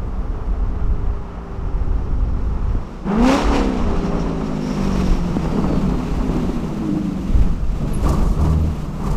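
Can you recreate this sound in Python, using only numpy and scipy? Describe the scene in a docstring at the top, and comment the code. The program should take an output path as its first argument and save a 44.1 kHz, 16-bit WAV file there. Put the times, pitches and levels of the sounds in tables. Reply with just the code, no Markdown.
"""An eight-cylinder car with a loud exhaust rolls up an open road on the overrun, blips for a lower gear,
crackles, slows further and blips again near idle. The exhaust is a set of tones locked to engine speed plus
noise gated by the firings; pops and puffs ring the pipe, and faint gear and belt whines follow the engine.
The brake squeaks in gliding sine tones: a falling chirp, a held whistle, later a faint peep.
Coloured noise makes the wind rumbling on the microphone and the far traffic and leaves."""
import sys
import numpy as np
from scipy import signal
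from scipy.fft import rfft, irfft, next_fast_len
from scipy.io import wavfile

SR = 44100
rng = np.random.default_rng(int(sys.argv[2]) if len(sys.argv) > 2 else 0)


def wav_out(sig):
    """Save sig, one row per channel (or a flat mono array), as 16-bit PCM at SR to the path in sys.argv[1]."""
    wavfile.write(sys.argv[1], SR, np.round(np.clip(np.atleast_2d(sig).T, -1, 1) * 32767).astype(np.int16))


N = 403956


def from_db(db):
    """Decibels to gain."""
    return 10 ** (np.asarray(db) / 20)


def rms_one(x):
    """Scale to rms 1."""
    return x / np.sqrt(np.mean(x ** 2) + 1e-20)


def in_time(rows):
    """Table columns as curves over every sample; the first column is the time in seconds."""
    s, *columns = np.transpose(rows)
    return [np.interp(np.arange(N) / SR, s, column) for column in columns]


def drift(rate_hz):
    """Slow random wander of spread 1, moving about rate_hz times a second."""
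    step = 40  # samples between the points of the slow curve
    warm_up = 2000
    r = np.exp(-2 * np.pi * rate_hz * step / SR)
    noise = rng.standard_normal(N // step + 2 + warm_up)
    slow = signal.lfilter([1], [1, -2 * r, r * r], noise)[warm_up:]
    return np.interp(np.arange(N) / step, np.arange(len(slow)), rms_one(slow))


def colour(x, spectrum):
    """Shape a noise by (pitch_hz, level_db) points on a log frequency axis; rms 1."""
    hz, db = np.transpose(spectrum)
    size = next_fast_len(N)
    log_hz = np.log(np.arange(size // 2 + 1) * SR / size + 1)
    gain = from_db(np.interp(log_hz, np.log(hz), db, left=-90, right=-90))
    return rms_one(irfft(rfft(x, size) * gain, size)[:N])


def resonance(x, hz, width_hz):
    """Two-pole resonance with gain 1 on top."""
    r = np.exp(-np.pi * width_hz / SR)
    zeros = np.array([1, 0, -1]) * (1 - r * r) / 2
    poles = [1, -2 * r * np.cos(2 * np.pi * hz / SR), r * r]
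    return signal.lfilter(zeros, poles, x + 1e-18)


def double_resonance(x, hz, width_hz):
    """The same resonance twice in a row, for steeper skirts."""
    return resonance(resonance(x, hz, width_hz), hz, width_hz)


def highpass(x, order, hz):
    """High-pass run both ways, so that it shifts no phase."""
    return signal.sosfiltfilt(signal.butter(order, hz, "high", fs=SR, output="sos"), x)


# engine slowing and revving: time_s, cycle_hz (four-stroke cycles; eight firings in each)
ENGINE_SPEED = [(0, 32.1), (0.7, 30.62), (1.5, 27.9), (2.28, 25.5), (2.98, 24.2), (3.09, 23.9),
                (3.27, 32.2), (3.42, 37.3), (3.62, 34.06), (3.85, 28.5), (4.17, 28.6), (4.56, 26.0),
                (5.13, 22.61), (5.5, 20.4), (6.27, 16.1), (6.8, 13.4), (7.4, 11.2), (8.0, 8.55), (8.2, 9.1),
                (8.47, 9.85), (8.85, 9.4), (9.16, 8.9)]


def engine_speed():
    """Cycle rate in Hz, and its running sum in cycles, to which every engine sound is locked."""
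    cycle_hz, = in_time(ENGINE_SPEED)
    return cycle_hz, np.cumsum(cycle_hz) / SR


# engine surges (throttle blips, and at 3.4 s the engine dragged by the clutch):
# start_s, noise_peak_s, tone_cut_s, noise_gone_s, firing_tone_db, rasp_lift_db, hiss_lift_db,
# hiss_lag (power of the opening, no unit), tailpipe_bark_db
ENGINE_SURGES = [(3.029, 3.298, 3.34, 3.594, -15.5, 12.5, 17, 4.0, -47),
                 (3.408, 3.545, 3.9, 3.69, -33.5, 9.5, 7.5, 1.2, -51),
                 (4.655, 5.003, 5.5, 5.05, -32, 3.5, 2.5, 0.81, -38.5),
                 (8.007, 8.08, 8.1, 8.33, -17.5, 12, 5.5, 1.8, -32),
                 (8.313, 8.466, 8.68, 8.6, -18, 8.5, 4.5, 1.7, -36),
                 (8.936, 9.098, 12.26, 9.7, -33, 10.5, 6.5, 0.9, -41)]
TONE_SWELL_DB = 44   # the firing tone grows this much while a surge opens
TONE_CUT_DB_PER_S = 233   # and drops away after the cut
UPPER_LATE_DB = 12   # the upper multiples of the firing tone start this much weaker still


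def surges():
    """Per surge the opening 0-1 as the noise follows it; overall dB of the firing tone and its upper multiples."""
    t = np.arange(N) / SR
    start, peaks, cut, gone, tone_db = np.array(ENGINE_SURGES)[:, :5].T[..., None]
    rise = np.clip((t - start) / (peaks - start), 0, 1)
    fall = np.clip((gone - t) / (gone - peaks), 0, 1)
    opening = np.minimum(rise, fall)
    tone_db = tone_db - TONE_SWELL_DB * (1 - np.sqrt(rise)) ** 2
    tone_db = tone_db - TONE_CUT_DB_PER_S * np.maximum(t - cut, 0)
    tone_db = np.where(rise > 0, tone_db, -90)
    upper_db = tone_db - UPPER_LATE_DB * (1 - rise) ** 2
    return opening, tone_db.max(axis=0), upper_db.max(axis=0)


# roughness of the firing: time_s, roughness (0-1)
FIRING_ROUGHNESS = [(2.9, .2), (3.05, .17), (3.4, .2), (3.9, .1), (5.1, .09), (5.3, .4), (5.95, .35),
                    (6.2, .2), (7.15, .27), (7.5, .4), (8.0, .25), (8.3, .12), (9.16, .17)]
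# tones during the surges: cycle_multiple, level_db (re the firing tone)
SURGE_TONES = [(6, -18), (7, -12), (8, 0.5), (9, -17), (12, -19), (16, -8), (24, -11), (28, -18), (32, -16)]
# tones on the overrun: cycle_multiple, level_db (re the tone level)
SHUT_TONES = [(6, 0), (7, -8), (8, 1.5), (9, -11.5), (10, 0.5), (11, -13.5), (12, -7.5), (14, 3.5),
              (16, -5.5), (18, -6), (20, -3.5), (22, -4), (24, -7.5), (28, -14), (32, -25)]
# what the silencer passes of an overrun tone: pitch_hz, gain_db
SILENCER_PASS = [(90, -36.5), (145, -0.5), (190, 2), (220, -5), (255, 0.5), (285, -6), (315, -3),
                 (350, -9.5), (400, -3.5), (480, -7.5), (600, -11), (800, -14)]
# second and third multiples of the firing tone as engine speed changes: cycle_hz, second_db, third_db
UPPER_MULTIPLES = [(8.8, 12.5, 9), (11.7, 9, 2), (12.37, 9.5, 15), (14.3, 12.5, 10), (15.55, 12, 14),
                   (17.6, 3.5, -2), (24, -6.5, -14), (38, 2, -7)]
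# shifting balance of the overrun tones: time_s, odd_db, even_db (even: multiples 14, 18 and 20)
TONE_BALANCE = [(3.0, -3, -0.5), (3.5, 3.5, -2), (4.0, 5, -1.5), (4.25, 1, -0.5), (4.5, -5, -3),
                (4.85, -7, -4.5), (5.3, 5, -8), (6.0, 1, -1.5), (6.4, 5, -11), (6.8, 11.5, -3.5),
                (9.16, -5, 3.5)]
# surge tones above the second firing multiple fade as the cycle rate lies below EDGE_FULL_HZ
EDGE_DB_PER_HZ, EDGE_FULL_HZ = 0.5, 33


def pipe_tones(cycle_hz, turns, overrun_db, firing_db, upper_db):
    """Multiples of the cycle rate; rough firing makes each waver in level and phase."""
    rough, = in_time(FIRING_ROUGHNESS)
    pass_hz, pass_db = np.transpose(SILENCER_PASS)
    surge_levels = {round(k): db for k, db in SURGE_TONES}
    upper = np.transpose(UPPER_MULTIPLES)
    edge_db = EDGE_DB_PER_HZ * np.minimum(cycle_hz - EDGE_FULL_HZ, 0)
    odd_db, even_db = in_time(TONE_BALANCE)
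    shared_wander = rough * 1.2 * drift(10)   # phase of the firing tone, scaled to each multiple
    out = 0
    for k, db in SHUT_TONES:
        k = round(k)
        passed_db = np.interp(np.log(k * cycle_hz), np.log(pass_hz), pass_db)
        gain = from_db(overrun_db + db + passed_db)
        if k in (16, 24):
            gain = gain * from_db(np.interp(cycle_hz, upper[0], upper[k // 8 - 1]))
        gain = gain * from_db(odd_db * (k % 2) + even_db * (k in (14, 18, 20)))
        if k in surge_levels:
            drive_db = upper_db if k > 9 else firing_db
            gain = gain + from_db(drive_db + surge_levels[k] + edge_db * (k > 16))
        phase = 2 * np.pi * k * turns + rough * 1.5 * drift(10) + shared_wander * k / 8
        # multiples of the firing tone start in phase, the rest anywhere
        start = 2 * np.pi * rng.random() * (k % 8 > 0)
        out = out + gain * from_db(rough * 9.0 * drift(8)) * np.sqrt(2) * np.cos(phase + start)
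    return out


# exhaust with the throttle shut, before surges and shaping: time_s, tones_db, roar_db, rasp_db, hiss_db
SHUT_EXHAUST = [(0, -43.5, -36.5, -40.5, -66), (1.2, -41.5, -44, -39, -64.5), (2.4, -40, -37, -40.5, -58),
                (2.75, -39.5, -50, -38.5, -54.5), (3.03, -44, -30, -42.5, -54),
                (3.09, -40, -27, -31, -45.5), (3.6, -21.5, -40, -31.5, -36),
                (3.85, -34.5, -28.5, -30, -41.5), (4.1, -28, -24.5, -30, -42.5),
                (4.4, -28, -29.5, -33.5, -44.5), (5.1, -27, -30, -32.5, -37.5),
                (5.22, -39, -29, -32.5, -44), (5.4, -33, -36, -31, -42), (5.7, -27, -20.5, -30, -42.5),
                (6, -31.5, -32, -34, -43), (6.35, -30, -25, -31.5, -42.5), (6.7, -36, -25.5, -36.5, -45.5),
                (6.92, -29.5, -26.5, -37.5, -46.5), (7.12, -31, -30, -40, -47),
                (7.4, -33.5, -26, -36, -44.5), (7.63, -40, -34.5, -43, -52.5),
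                (7.9, -35.5, -28, -36, -45.5), (8.3, -33.5, -30, -36, -48.5), (8.7, -37, -29, -37.5, -48.5),
                (9.16, -35.5, -35.5, -40.5, -53.5)]
ROAR_LIFT = 0.78   # the roar takes this share of the rasp's lift in dB
ROAR_POWER = 1   # power of the opening; 1 makes roar, rasp and bark rise evenly with it
HISS_HOLD = 1.11   # the hiss is full before the opening is, and so holds its top
HISS_FALL = 1.28   # power of the closing


def exhaust_levels(opening):
    """Tone level in dB and the gains of roar, rasp, bark and hiss; each surge lifts the gains."""
    tone_db, roar_db, rasp_db, hiss_db = in_time(SHUT_EXHAUST)
    rasp_lift_db, hiss_lift_db, hiss_lag, bark_db = np.array(ENGINE_SURGES)[:, 5:].T[..., None]
    low_opening = opening ** ROAR_POWER
    low_db = (rasp_lift_db * low_opening).max(axis=0)
    hiss_power = np.where(np.gradient(opening, axis=1) > 0, hiss_lag, HISS_FALL)
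    hiss_opening = np.minimum(HISS_HOLD * opening, 1) ** hiss_power
    high_db = (hiss_lift_db * hiss_opening).max(axis=0)
    bark = (from_db(bark_db) * low_opening).sum(axis=0)
    roar = from_db(roar_db + ROAR_LIFT * low_db)
    return tone_db, (roar, from_db(rasp_db + low_db), bark, from_db(hiss_db + high_db))


# tailpipe resonances: pitch_hz, width_hz (of each of two passes), level_db
TAILPIPE_MODES = [(913, 91, 0), (1134, 117, 4)]


def tailpipe_ring(x):
    """Noise ringing in the tailpipe: steep resonances side by side; rms 1."""
    return rms_one(sum(from_db(db) * double_resonance(x, hz, width) for hz, width, db in TAILPIPE_MODES))


# uneven strength of the eight firings in a cycle: level_db
CYLINDER_STRENGTH = [0, -4, -1, -6, 1, -3, -5, -2]
# spectra of the low roar, the middle rasp and the high hiss: pitch_hz, level_db (per Hz)
ROAR_COLOUR = [(90, 4), (125, -23.5), (160, 6), (200, 6.5), (270, -1.5), (310, 0.5), (350, -4), (450, -9.5),
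               (700, -12)]
RASP_COLOUR = [(240, -44), (400, 6), (494, -1), (605, -3.5), (785, 0), (1300, -4), (1550, -14), (3000, -25),
               (3900, -39), (6600, -120)]
HISS_COLOUR = [(1290, -2), (2200, -1.5), (2780, -0.5), (3210, -5), (4020, -6), (5600, -9), (6210, -9),
               (7540, -11.5), (9830, -19.5), (15100, -22.5)]
# changing brightness of the hiss and strength of its narrow whistle:
# time_s, treble_db (gain of the hiss above TREBLE_HZ), whistle_db (re the hiss)
TREBLE_AND_WHISTLE = [(0, 9, -13), (2.9, -5, -9), (3.2, -16, -25), (3.33, -12, -12), (3.55, -40, -16),
                      (4, -20, -9.5), (4.25, -18, -7), (4.35, -16, -11), (4.65, -6, -8), (4.75, -5, -6),
                      (5.1, -5.5, -7), (5.6, -4.5, -14), (6.5, -1.5, -46), (8.05, 2.5, -18),
                      (9.16, 5.5, -32)]
# the rasp's upper part grows duller or brighter over time: time_s, upper_db (gain above RASP_EDGE_HZ)
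RASP_BRIGHTNESS = [(3, 2), (6.5, -3), (7.5, 1), (8.2, -7.5), (9.16, -2.5)]
RASP_EDGE_HZ, TREBLE_HZ = 1300, 8500
WHISTLE_HZ, WHISTLE_WIDTH_HZ = 5500, 480
SURGE_DEPTH = 0.17   # the bursts stand further apart during a surge


def exhaust_noise(turns, gains, opening, depth=0.13, sharp=1.17, scatter_db=5.5):
    """Turbulence let out in a burst at each firing, uneven from cylinder to cylinder."""
    roar_gain, rasp_gain, bark_gain, hiss_gain = gains
    treble_db, whistle_db = in_time(TREBLE_AND_WHISTLE)
    rasp_upper_db, = in_time(RASP_BRIGHTNESS)

    # every firing starts a burst that decays until the next
    firing = (8 * turns).astype(int)
    scatter = scatter_db * np.clip(rng.standard_normal(3000), -1.5, 1.5)
    strength_db = np.array(CYLINDER_STRENGTH)[firing % 8] + scatter[firing]
    burst = sharp * from_db(strength_db) * np.exp(-sharp * (8 * turns % 1))
    share = np.clip(depth + SURGE_DEPTH * opening, 0, 1)
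    gate = 1 - share + share * burst

    white = rng.standard_normal((3, N))
    roar = roar_gain * from_db(1.6 * drift(7)) * colour(white[0] * np.sqrt(gate), ROAR_COLOUR)

    bark = bark_gain * tailpipe_ring(white[0] * gate ** 2)
    rasp = rasp_gain * from_db(1.26 * drift(22.0)) * colour(white[1] * gate, RASP_COLOUR) + bark
    rasp = rasp + (from_db(rasp_upper_db) - 1) * highpass(rasp, 2, RASP_EDGE_HZ)

    narrow = resonance(white[1], WHISTLE_HZ, WHISTLE_WIDTH_HZ)
    narrow = resonance(narrow, WHISTLE_HZ, 2 * WHISTLE_WIDTH_HZ)
    whistle = from_db(whistle_db + 1.7 * drift(29) + 1.7 * drift(6.6)) * rms_one(narrow)
    hiss = colour(white[2] * gate, HISS_COLOUR) + whistle
    hiss = hiss_gain * from_db(0.93 * drift(17.0)) * hiss
    hiss = hiss + (from_db(treble_db) - 1) * highpass(hiss, 1, TREBLE_HZ)
    return roar + rasp + hiss


# overrun pops: start_s, crack_db (drive, before 12 dB of gain and the pipe), thump_db (peak)
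OVERRUN_POPS = [(2.75, -32, -17), (5.367, -9.5, -7), (5.457, -13.5, -19), (5.523, -29, -23),
                (5.556, -31, -13.5), (5.585, -11, -9.5), (5.642, -9, -19), (5.707, -14, -12),
                (5.733, -14, -8), (5.848, -16, -21), (5.92, -24, -14), (6.14, -15, -26), (6.294, -28, -9),
                (6.493, -29, -13), (6.889, -29, -14), (6.971, -30, -18), (7.814, -32, -23)]
# pipe resonances that colour the cracks: pitch_hz, width_hz, level_db
PIPE_MODES = [(200, 100, 0), (380, 250, -4), (800, 500, -3), (1250, 400, -5), (2500, 1200, -16)]
THUMP_HZ, THUMP_WIDTH_HZ = 241, 140   # the silencer booms with each pop


def pops():
    """Unburnt fuel bangs: a short noisy crack through the pipe resonances and a thump of the silencer."""
    cracks, thumps = np.zeros((2, N))
    for s, crack_db, thump_db in OVERRUN_POPS:
        at = round(s * SR)
        cracks[at] = from_db(crack_db + 12)
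        thumps[at] = from_db(thump_db)
    burst = signal.lfilter([1], [1, -.9], cracks) * (1 + .25 * rng.standard_normal(N))
    burst = signal.sosfilt(signal.butter(2, 2200, fs=SR, output="sos"), burst + 1e-18)
    # undo what the double resonance takes from the peak of a click
    peak_gain = np.e * SR / (2 * np.pi * THUMP_WIDTH_HZ)
    boom = double_resonance(thumps, THUMP_HZ, THUMP_WIDTH_HZ) * peak_gain
    crack = 0
    for k, (hz, width, db) in enumerate(PIPE_MODES):
        crack = crack + (-1) ** k * from_db(db) * resonance(burst, hz, width)   # alternating sign
    return crack - boom


# puffs of gas at low speed, levels before the decay: start_s (of the bark), hiss_db, bark_db
GAS_PUFFS = [(8.03, -42.5, -28), (8.066, -47, -18.5), (8.090, -38.5, -27), (8.13, -43, -16.5),
             (8.188, -46, -32), (8.232, -45.5, -28), (8.268, -47, -24.5), (8.312, -48, -30),
             (8.412, -43.5, -22), (8.448, -51, -35), (8.503, -44.5, -37), (9.042, -47, -27),
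             (9.071, -51, -26), (9.11, -44.5, -30)]
# spectrum of the puff hiss: pitch_hz, level_db (per Hz)
PUFF_HISS_COLOUR = [(2500, -16), (4500, 0.5), (7000, 1.5), (10000, -5.5), (15100, -10)]
PUFF_T60_S, BARK_T60_S = 0.17, 0.067   # time to fall by 60 dB
HISS_SPREAD_S = 0.011   # the bright noise is smeared about 11 ms before each bark


def puffs():
    """Bright noise and a bark of the tailpipe that start quickly and die within tens of milliseconds."""
    t, hiss, bark = np.arange(N) / SR, 0, 0
    for s, hiss_db, bark_db in GAS_PUFFS:
        bark_age = np.maximum(t - s, 0)
        hiss_age = np.maximum(t - s + HISS_SPREAD_S, 0)
        hiss_decay = from_db(hiss_db - 60 * (hiss_age / PUFF_T60_S) ** 1.4)
        hiss = hiss + hiss_decay * np.minimum(hiss_age / 0.012, 1)   # 12 ms attack
        bark_decay = from_db(bark_db - 60 * bark_age / BARK_T60_S)
        bark = bark + bark_decay * np.minimum(bark_age / 0.0055, 1)   # 5.5 ms attack
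    white = rng.standard_normal((2, N))
    bright = from_db(2.1 * drift(60)) * colour(white[0], PUFF_HISS_COLOUR)
    return hiss * bright + bark * tailpipe_ring(white[1])


# faint gear and belt whines: cycle_multiple, start_s, end_s, level_db (rms at the height of the swell)
GEAR_BELT_WHINES = [(144, 3.8, 4.7, -60), (276, 4.45, 5.1, -65), (234, 5.2, 6.15, -57)]


def whines(turns):
    """Thin tones locked to engine speed that swell and fade."""
    t, out = np.arange(N) / SR, 0
    for k, start, end, db in GEAR_BELT_WHINES:
        progress = np.clip((t - start) / (end - start), 0, 1)
        swell = np.sqrt(np.sin(np.pi * progress).clip(0))
        tone = np.sqrt(2) * np.sin(2 * np.pi * k * turns + 1.5 * drift(25))
        out = out + swell * from_db(db + 2.3 * drift(8)) * tone
    return out


# brake squeak as a falling chirp, a held whistle and a faint peep, each with rows of:
# time_s, pitch_hz, level_db (before 3.5 dB of gain)
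BRAKE_SQUEAK = [
    [(7.928, 11900, -58), (7.935, 11600, -46), (7.939, 11120, -36), (7.946, 10700, -41),
     (7.953, 10600, -40), (7.955, 10150, -50), (7.959, 10020, -40), (7.972, 9600, -58)],
    [(7.955, 11100, -66), (7.97, 11120, -54), (7.995, 11080, -56), (8.005, 11050, -62), (8.02, 11050, -59),
     (8.07, 11000, -62)],
    [(8.602, 13000, -66), (8.615, 13100, -58), (8.635, 13300, -64)],
]


def squeak():
    """Slightly unsteady whistles from pad on disc."""
    t, out = np.arange(N) / SR, 0
    for rows in BRAKE_SQUEAK:
        hz, db = in_time(rows)
        on = (t > rows[0][0]) & (t < rows[-1][0])
        gain = from_db(db + 3.5 + 2.0 * drift(150))
        out = out + on * gain * np.sin(2 * np.pi * np.cumsum(hz) / SR + 0.81 * drift(250))
    return out


# gusts on the microphone, before a small random drift: time_s, level_db (rms)
WIND_GUSTS = [(0.0, -21), (0.69, -20), (0.92, -14), (1.45, -30), (1.68, -17), (2.78, -15.5), (2.88, -33),
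              (3.59, -12), (3.75, -32), (3.8, -17), (4.67, -30), (5.15, -12), (5.28, -24), (5.94, -19.5),
              (6.02, -34), (6.1, -18.5), (6.94, -29.5), (7.27, -26), (7.35, -10), (7.75, -21.5),
              (8.24, -16), (8.9, -29), (9.16, -18)]
# spectrum of the wind rumble: pitch_hz, level_db (per Hz)
WIND_SPECTRUM = [(7.1, -54), (12, 4), (51, 2.5), (139, -15.5), (195, -22), (226, -60), (258, -23),
                 (400, -34.5), (520, -40), (880, -120)]


def wind():
    """Lumpy low noise: eddies buffet the microphone port."""
    level_db, = in_time(WIND_GUSTS)
    return from_db(level_db + drift(6.2)) * colour(rng.standard_normal(N), WIND_SPECTRUM)


# spectrum of far traffic and leaves: pitch_hz, level_db (per Hz)
DISTANT_COLOUR = [(88, -34), (150, -19), (178, -11), (278, -22), (546, -13.5), (1230, -9.5), (1990, -27),
                  (5520, -31), (15100, -58)]


def distance():
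    """Far traffic and leaves blend into one steady coloured noise."""
    return from_db(-48) * colour(rng.standard_normal(N), DISTANT_COLOUR)


def scene():
    """Car, wind and far background in one channel."""
    cycle_hz, turns = engine_speed()
    opening, firing_db, upper_db = surges()
    overrun_db, noise_gains = exhaust_levels(opening)
    engine = pipe_tones(cycle_hz, turns, overrun_db, firing_db, upper_db) + whines(turns)
    gas = exhaust_noise(turns, noise_gains, opening.max(axis=0))
    return (engine + gas + pops() + puffs() + squeak() + wind() + distance())[None]


def record(dry):
    """Peaks are rounded, the top is cut; the filter is already settled at the start."""
    ceiling, cutoff_hz = .85, 15250
    rounded = ceiling * np.tanh(dry / ceiling)
    cut = signal.ellip(12, .5, 40, cutoff_hz, fs=SR, output="sos")
    settled = signal.sosfilt_zi(cut)[:, None] * rounded[0, 0]
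    return signal.sosfilt(cut, rounded, zi=settled)[0]


dry = scene()
out = record(dry)
wav_out(out)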